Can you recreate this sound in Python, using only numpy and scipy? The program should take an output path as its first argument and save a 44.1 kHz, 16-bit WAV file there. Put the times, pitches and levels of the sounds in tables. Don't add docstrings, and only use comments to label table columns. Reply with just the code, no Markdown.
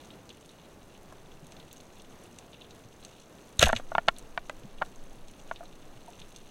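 import sys
import numpy as np
from scipy import signal
from scipy.fft import rfft, irfft, next_fast_len
from scipy.io import wavfile
from scipy.ndimage import uniform_filter1d

SR = 44100
rng = np.random.default_rng(int(sys.argv[2]) if len(sys.argv) > 2 else 0)


def inscribe(sig):
    pcm = np.round(np.clip(np.atleast_2d(sig).T, -1, 1) * 32767)
    wavfile.write(sys.argv[1], SR, pcm.astype(np.int16))


N = 286650
TIME = np.arange(N) / SR
EVENT_TIME = np.arange(SR // 3) / SR
FIRE_S, HOME_S = 3.5938, 3.6271


def undb(db):
    return 10 ** (np.asarray(db) / 20)


def level(x, db):
    return x * undb(db) / np.sqrt(np.mean(x ** 2))


def add(out, start_s, sound):
    i = int(round(start_s * SR))
    out[i:i + len(sound)] += sound[:max(N - i, 0)]


def decay(t60):
    return np.exp(-np.log(1000) * EVENT_TIME / t60)


def colour(x, response):
    n = 2 * next_fast_len(len(x) // 2 + 1024)
    hz, db = np.transpose(response)
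    bin_hz = np.arange(n // 2 + 1) * SR / n
    gain = undb(np.interp(np.log(bin_hz + 1), np.log(hz), db))
    cepstrum = irfft(np.log(gain))
    cepstrum[1:n // 2] *= 2
    cepstrum[n // 2 + 1:] = 0
    return irfft(rfft(x, n) * np.exp(rfft(cepstrum)))[:len(x)]


def band(x, hz, octaves):
    edges = np.minimum(hz * 2 ** (np.array([-.5, .5]) * octaves), [.4 * SR, .48 * SR])
    return signal.sosfilt(signal.butter(1, edges, "bandpass", fs=SR, output="sos"), x + 1e-18)


def wander(rate_hz):
    hold = int(SR / rate_hz)
    steps = np.repeat(rng.standard_normal(N // hold + 1), hold)
    return level(uniform_filter1d(steps, hold)[:N], 0)


def swells(rows):
    return np.sqrt(sum(undb(db - rise * np.maximum(s - TIME, 0) - fall * np.maximum(TIME - s, 0)) ** 2
                       for s, db, rise, fall in rows))


def ring(modes, pitch=1, place=0, unevenness=0):
    sound = np.zeros(len(EVENT_TIME))
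    for k, (hz, db, t60) in enumerate(modes):
        weight = (-1) ** k * (1 + unevenness * np.cos(np.pi * k * place))
        sound += weight * undb(db) * decay(t60) * np.sin(2 * np.pi * hz * pitch * EVENT_TIME)
    return sound


def swing(peak_db, hz, t60, glide=0.05, attack_s=0.0038):
    phase = 2 * np.pi * np.cumsum(hz * (1 + glide * EVENT_TIME / t60)) / SR
    sound = np.sin(phase) * decay(t60) * (1 - np.exp(-EVENT_TIME / attack_s))
    return undb(peak_db) * sound / np.abs(sound).max()


def click_t60(hz):
    return 0.03 * (3300 / hz) ** 1.36


# f/Hz, relative spectral level/dB
WASH_SPECTRUM = [(20, -6), (45, -3), (90, -3.5), (160, -1), (350, -3), (650, -6.5), (1000, -11.5),
                 (1500, -16), (2200, -20), (4800, -27), (9000, -31), (15500, -35.5)]
def sea(wash_db=-53.5, flicker_db=0.9):
    wash = level(colour(rng.standard_normal(N), WASH_SPECTRUM), wash_db)
    return wash * undb(flicker_db * wander(rate_hz=11))


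# peak t/s, level/dB, rise/(dB/s), fall/(dB/s)
SURGES = [(1.0, -53, 21, 4.5), (3.75, -42.5, 100, 3.6)]
def surge(hz=11.9, octaves=0.99):
    pressure = band(band(rng.standard_normal(N), hz, octaves), hz, octaves)
    return level(pressure, 0) * swells(SURGES)


# f/Hz, gain/dB
WALL_RESPONSE = [(500, -20), (1900, -7), (2850, 2.5), (3120, -5), (3420, -0.5), (4200, -2.5), (4950, -13.5),
                 (6350, 0.5), (6950, -9.5), (8100, -7.5), (10200, -13), (11200, -10), (12100, -19),
                 (15500, -16.5)]
def through_wall(x):
    return colour(x, WALL_RESPONSE)


def crack(db, hz, t60, octaves):
    envelope = decay(t60)[:SR // 8]
    burst = rng.standard_normal(len(envelope)) * envelope
    sound = through_wall(band(band(burst, hz, octaves), hz, octaves))
    return level(sound, db) * np.sqrt(np.mean(envelope ** 2))


def colony(per_s, spread_db, hz, octaves, scatter_t60, scatter_db):
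    onsets = rng.random(N) < per_s / SR
    size = np.minimum(rng.exponential(size=N), 4)
    pulses = onsets * undb(spread_db * size) * rng.choice([-1, 1], N)
    scatter_power = np.abs(signal.oaconvolve(pulses ** 2, decay(scatter_t60) ** 2)[:N])
    scatter = undb(scatter_db) * np.sqrt(scatter_power) * rng.standard_normal(N)
    return band(pulses + scatter, hz, octaves)


# t/s, relative level/dB
SIZZLE = [(0.0, -67.5), (1.33, -68), (1.87, -66), (2.59, -68), (2.8, -66.5), (3.15, -66.5), (3.5, -66),
          (4.25, -66.5), (4.61, -68), (5.62, -66.5), (6.01, -67), (6.19, -65.5), (6.45, -66)]
def shrimp(flurry_db=1.0, gain_db=-1.6, contour_stretch=1.7):
    far = colony(per_s=2500, spread_db=0.5, hz=6500, octaves=2.7, scatter_t60=.015, scatter_db=-16)
    dull = colony(per_s=60, spread_db=1.8, hz=3250, octaves=.81, scatter_t60=.034, scatter_db=-18)
    bright = colony(per_s=60, spread_db=2.0, hz=6500, octaves=.79, scatter_t60=.017, scatter_db=-11)
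    sharp = colony(per_s=35, spread_db=2.8, hz=10000, octaves=.6, scatter_t60=.012, scatter_db=-15)
    chorus = level(far, -60.5) + level(dull, -63.5) + level(bright, -62) + level(sharp, -62)
    contour = np.interp(TIME, *np.transpose(SIZZLE))
    drift_db = contour_stretch * (contour - contour.mean())
    return through_wall(chorus) * undb(gain_db + drift_db + flurry_db * wander(rate_hz=10))


# t/s, level/dB, centre f/Hz
LOUD_SNAPS = [(.104, -45, 3400), (.292, -43, 5000), (0.302, -43.5, 3280), (.459, -49, 7500),
              (.492, -48.5, 4170), (.950, -52, 3020), (1.125, -50, 8000), (1.317, -51, 3400),
              (1.468, -45, 8500), (1.521, -45, 5000), (1.565, -48.5, 4000), (1.599, -47, 3870),
              (1.712, -48.5, 3480), (1.729, -36.5, 13200), (1.802, -48.5, 4200), (1.997, -47, 3960),
              (2.02, -46.5, 8000), (2.238, -48.5, 10000), (2.3865, -38, 6000), (2.531, -46.5, 3400),
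              (2.543, -46, 3150), (2.611, -47, 3230), (2.618, -44.5, 3500), (2.645, -51, 3400),
              (2.7075, -46.5, 3900), (3.027, -50.5, 3700), (3.049, -38, 6200), (4.164, -45.5, 3800),
              (4.1848, -36, 8900), (4.193, -43.5, 7000), (4.783, -48, 3200), (4.959, -48, 6200),
              (5.283, -47, 6000), (5.56, -43, 3470), (5.655, -49.5, 3900), (6.199, -47.5, 5000),
              (6.216, -43.5, 3400), (6.361, -40, 5600)]
def snaps(scatter_db=-13, scatter_stretch=4.5):
    out = np.zeros(N)
    for s, db, hz in LOUD_SNAPS:
        octaves = np.interp(hz, [3300, 5000, 10000], [.55, 1.5, 1.3])
        add(out, s, crack(db, hz, click_t60(hz), octaves))
        add(out, s, crack(db + scatter_db, hz, scatter_stretch * click_t60(hz), octaves))
    return out


# t/s, peak level/dB, f/Hz
AIR_POCKETS = [(1.426, -45, 150), (2.85, -48, 113), (3.624, -25, 141.5), (3.639, -28, 215),
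               (3.73, -30, 231), (3.751, -35, 100), (4.635, -42.5, 133), (4.646, -41, 200),
               (5.955, -50, 110), (5.606, -37.5, 680), (5.628, -45.5, 718), (6.077, -45, 917),
               (6.082, -41.5, 700)]
def bubbles():
    out = np.zeros(N)
    for s, db, hz in AIR_POCKETS:
        add(out, s, swing(db, hz, t60=0.088 * (150 / hz) ** 0.35))
    return out


# f/Hz, relative level/dB, T60/s
HOUSING_MODES = [(647, 3, 0.031), (890, 1, 0.018), (1075, -7, 0.027), (1371, -2, 0.026), (1720, -8, 0.025),
                 (1886, -15.5, 0.026), (2180, -11.5, 0.027), (2510, -13, 0.013), (2860, -6.5, 0.0097),
                 (3470, -10, 0.014), (4240, -7, 0.0056), (6800, -15, 0.0057)]
def housing(db, contact_hz, pitch, place):
    motion = ring(HOUSING_MODES, pitch, place, unevenness=0.57)
    radiated = np.diff(motion, prepend=0)
    sound = signal.sosfilt(signal.butter(3, contact_hz, fs=SR, output="sos"), radiated + 1e-18)
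    return sound * undb(db) / np.sqrt(np.sum(sound ** 2) / (.01 * SR))


# t/s, level/dB, contact cut-off f/Hz, pitch ratio, rebound delay/s, rebound ratio, place on wall (0-1)
GEAR_IMPACTS = [(1.1235, -48, 1440, .97, .002, .3, .93), (3.6666, -31.5, 1690, 1.13, .0029, 0.8, 0),
                (3.673, -27.5, 1340, 1.03, .0069, .2, .47), (3.691, -28, 1910, 1.12, 0.00178, 1, 0.6),
                (3.6986, -26, 1860, 1.03, .00385, .1, .87), (3.7294, -21, 1750, 1.006, 0.0021, 0.25, 0.43),
                (3.797, -40.5, 1330, 0.87, .00426, 0.37, 0.42),
                (3.9177, -33.5, 1170, 1.04, .0034, .32, 0.8),
                (3.9508, -21.5, 1640, 1.017, 0.0008, 0.6, .23),
                (3.9814, -19, 1750, 1.034, 0.00093, 0.39, .54), (4.0792, -30.5, 1320, 1.07, .00621, 1, .83),
                (4.0838, -16, 3100, 1.017, 0.0038, .52, 0), (4.3757, -27.7, 2410, 1.074, 0.0018, .3, 0),
                (4.496, -34.4, 2600, .92, 0.00201, 0.3, 0.01), (4.8135, -37, 1110, 0.93, .00097, 1, 0),
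                (4.8178, -29, 970, 1.14, .0024, 0.94, 0.06), (4.8198, -24.5, 1570, 1.043, 0.00369, 0.64, 0),
                (5.512, -31, 1500, 1.036, 0.0019, .4, 0), (5.607, -48.5, 1200, 1, .007, .47, 0.58),
                (5.63, -52, 1510, .88, .004, .37, 0)]
def knocks(thump_db=-15, tick_db=-20):
    out = np.zeros(N)
    for s, db, contact_hz, pitch, delay, rebound, place in GEAR_IMPACTS:
        knock = housing(db, contact_hz, pitch, place)
        thump = swing(db + thump_db, hz=184, t60=0.022)
        hardness = (contact_hz / 3000) ** 2.6
        tick = hardness * crack(db + tick_db, hz=8000, t60=0.014, octaves=1.2)
        add(out, s, knock + thump)
        add(out, s, tick)
        add(out, s + delay, rebound * knock)
    return out


# t/s, peak level/dB, f/Hz, T60/s
RECOIL_SWINGS = [(3.593, -19.5, 72, .028), (3.627, -18, 510, 0.022), (3.640, -20.5, 67, 0.128),
                 (3.663, -23, 15.3, .41)]
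def recoil():
    out = np.zeros(N)
    for s, db, hz, t60 in RECOIL_SWINGS:
        add(out, s, swing(db, hz, t60))
    return out


# f/Hz, relative level/dB, T60/s
BARREL_MODES = [(563, 5, 0.032), (710, 5, 0.03), (796, -7, 0.038), (1360, 7, 0.025), (1480, -28, 0.047),
                (1658, -0.5, 0.057), (1990, -4.5, 0.057), (2270, -12, 0.063), (2850, -10, 0.087),
                (3340, -15, 0.07), (3720, -19, 0.087)]
def barrel():
    clang = ring(BARREL_MODES)
    return clang / np.abs(clang).max()


# f/Hz, relative spectral level/dB
RASP_SPECTRUM = [(150, -25.5), (550, 9), (950, -18.5), (1500, 3), (2200, 4), (2900, 6), (4000, 3),
                 (4950, -11), (6500, 5), (7000, -8.5), (7800, -1), (9500, -18), (11200, -9), (15500, -36)]
# peak t/s, gain/dB, rise/(dB/s), fall/(dB/s)
RUB_ENVELOPES = [(3.627, -21.5, 600, 650), (3.662, -33, 900, 304), (3.772, -40, 700, 700)]
def friction(chatter_db=3.5, taps_per_s=420):
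    chatter = rng.standard_normal(N) * undb(chatter_db * wander(rate_hz=500))
    rasp = colour(chatter, RASP_SPECTRUM)
    taps = (rng.random(N) < taps_per_s / SR) * rng.choice([-1, 1], N)
    rattle = signal.fftconvolve(taps, barrel() * decay(t60=0.014))[:N]
    return (level(rasp, -0.5) + level(rattle, -4)) * swells(RUB_ENVELOPES) * (TIME > FIRE_S)


# f/Hz, level/dB, T60/s, bandwidth/octaves
CATCH_BANDS = [(1700, -22, .007, 0.78), (3430, -10.5, .009, 0.31), (6500, -11.5, .0051, .44),
               (11000, -18.5, .0035, 1.6)]
def trigger():
    out = np.zeros(N)
    for hz, db, t60, octaves in CATCH_BANDS:
        add(out, FIRE_S, crack(db, hz, t60, octaves))
    return out


# t/s, level/dB, centre f/Hz
SHARP_CLICKS = [(3.591, -35, 4500), (3.6075, -26, 7000), (3.6278, -13.5, 6800), (3.6374, -16, 4200),
                (3.655, -29, 9900), (3.6575, -25, 3200), (3.6835, -26, 8600), (3.726, -35, 9000),
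                (3.729, -40, 7000), (3.752, -39, 4200), (3.763, -26, 2700), (4.496, -40, 6400)]
def slap_and_clicks(slap_ring_db=-5, click_ring_db=-16):
    out = np.zeros(N)
    clang = barrel()
    add(out, HOME_S, crack(db=-8.5, hz=2630, t60=0.025, octaves=1.4))
    add(out, HOME_S, undb(slap_ring_db) * clang)
    for s, db, hz in SHARP_CLICKS:
        add(out, s, crack(db, hz, click_t60(hz), octaves=1.7))
        add(out, s, undb(db + click_ring_db) * clang)
    return out


def scene():
    background = sea() + surge() + shrimp() + snaps()
    foreground = recoil() + friction() + trigger() + slap_and_clicks()
    return (background + bubbles() + knocks() + foreground)[None]


def record(dry, ceiling=0.52, cutoff_hz=15800):
    rounded = dry / (1 + (dry / ceiling) ** 6) ** (1 / 6)
    return signal.sosfilt(signal.ellip(10, .1, 80, cutoff_hz, fs=SR, output="sos"), rounded)


dry = scene()
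out = record(dry)
inscribe(out)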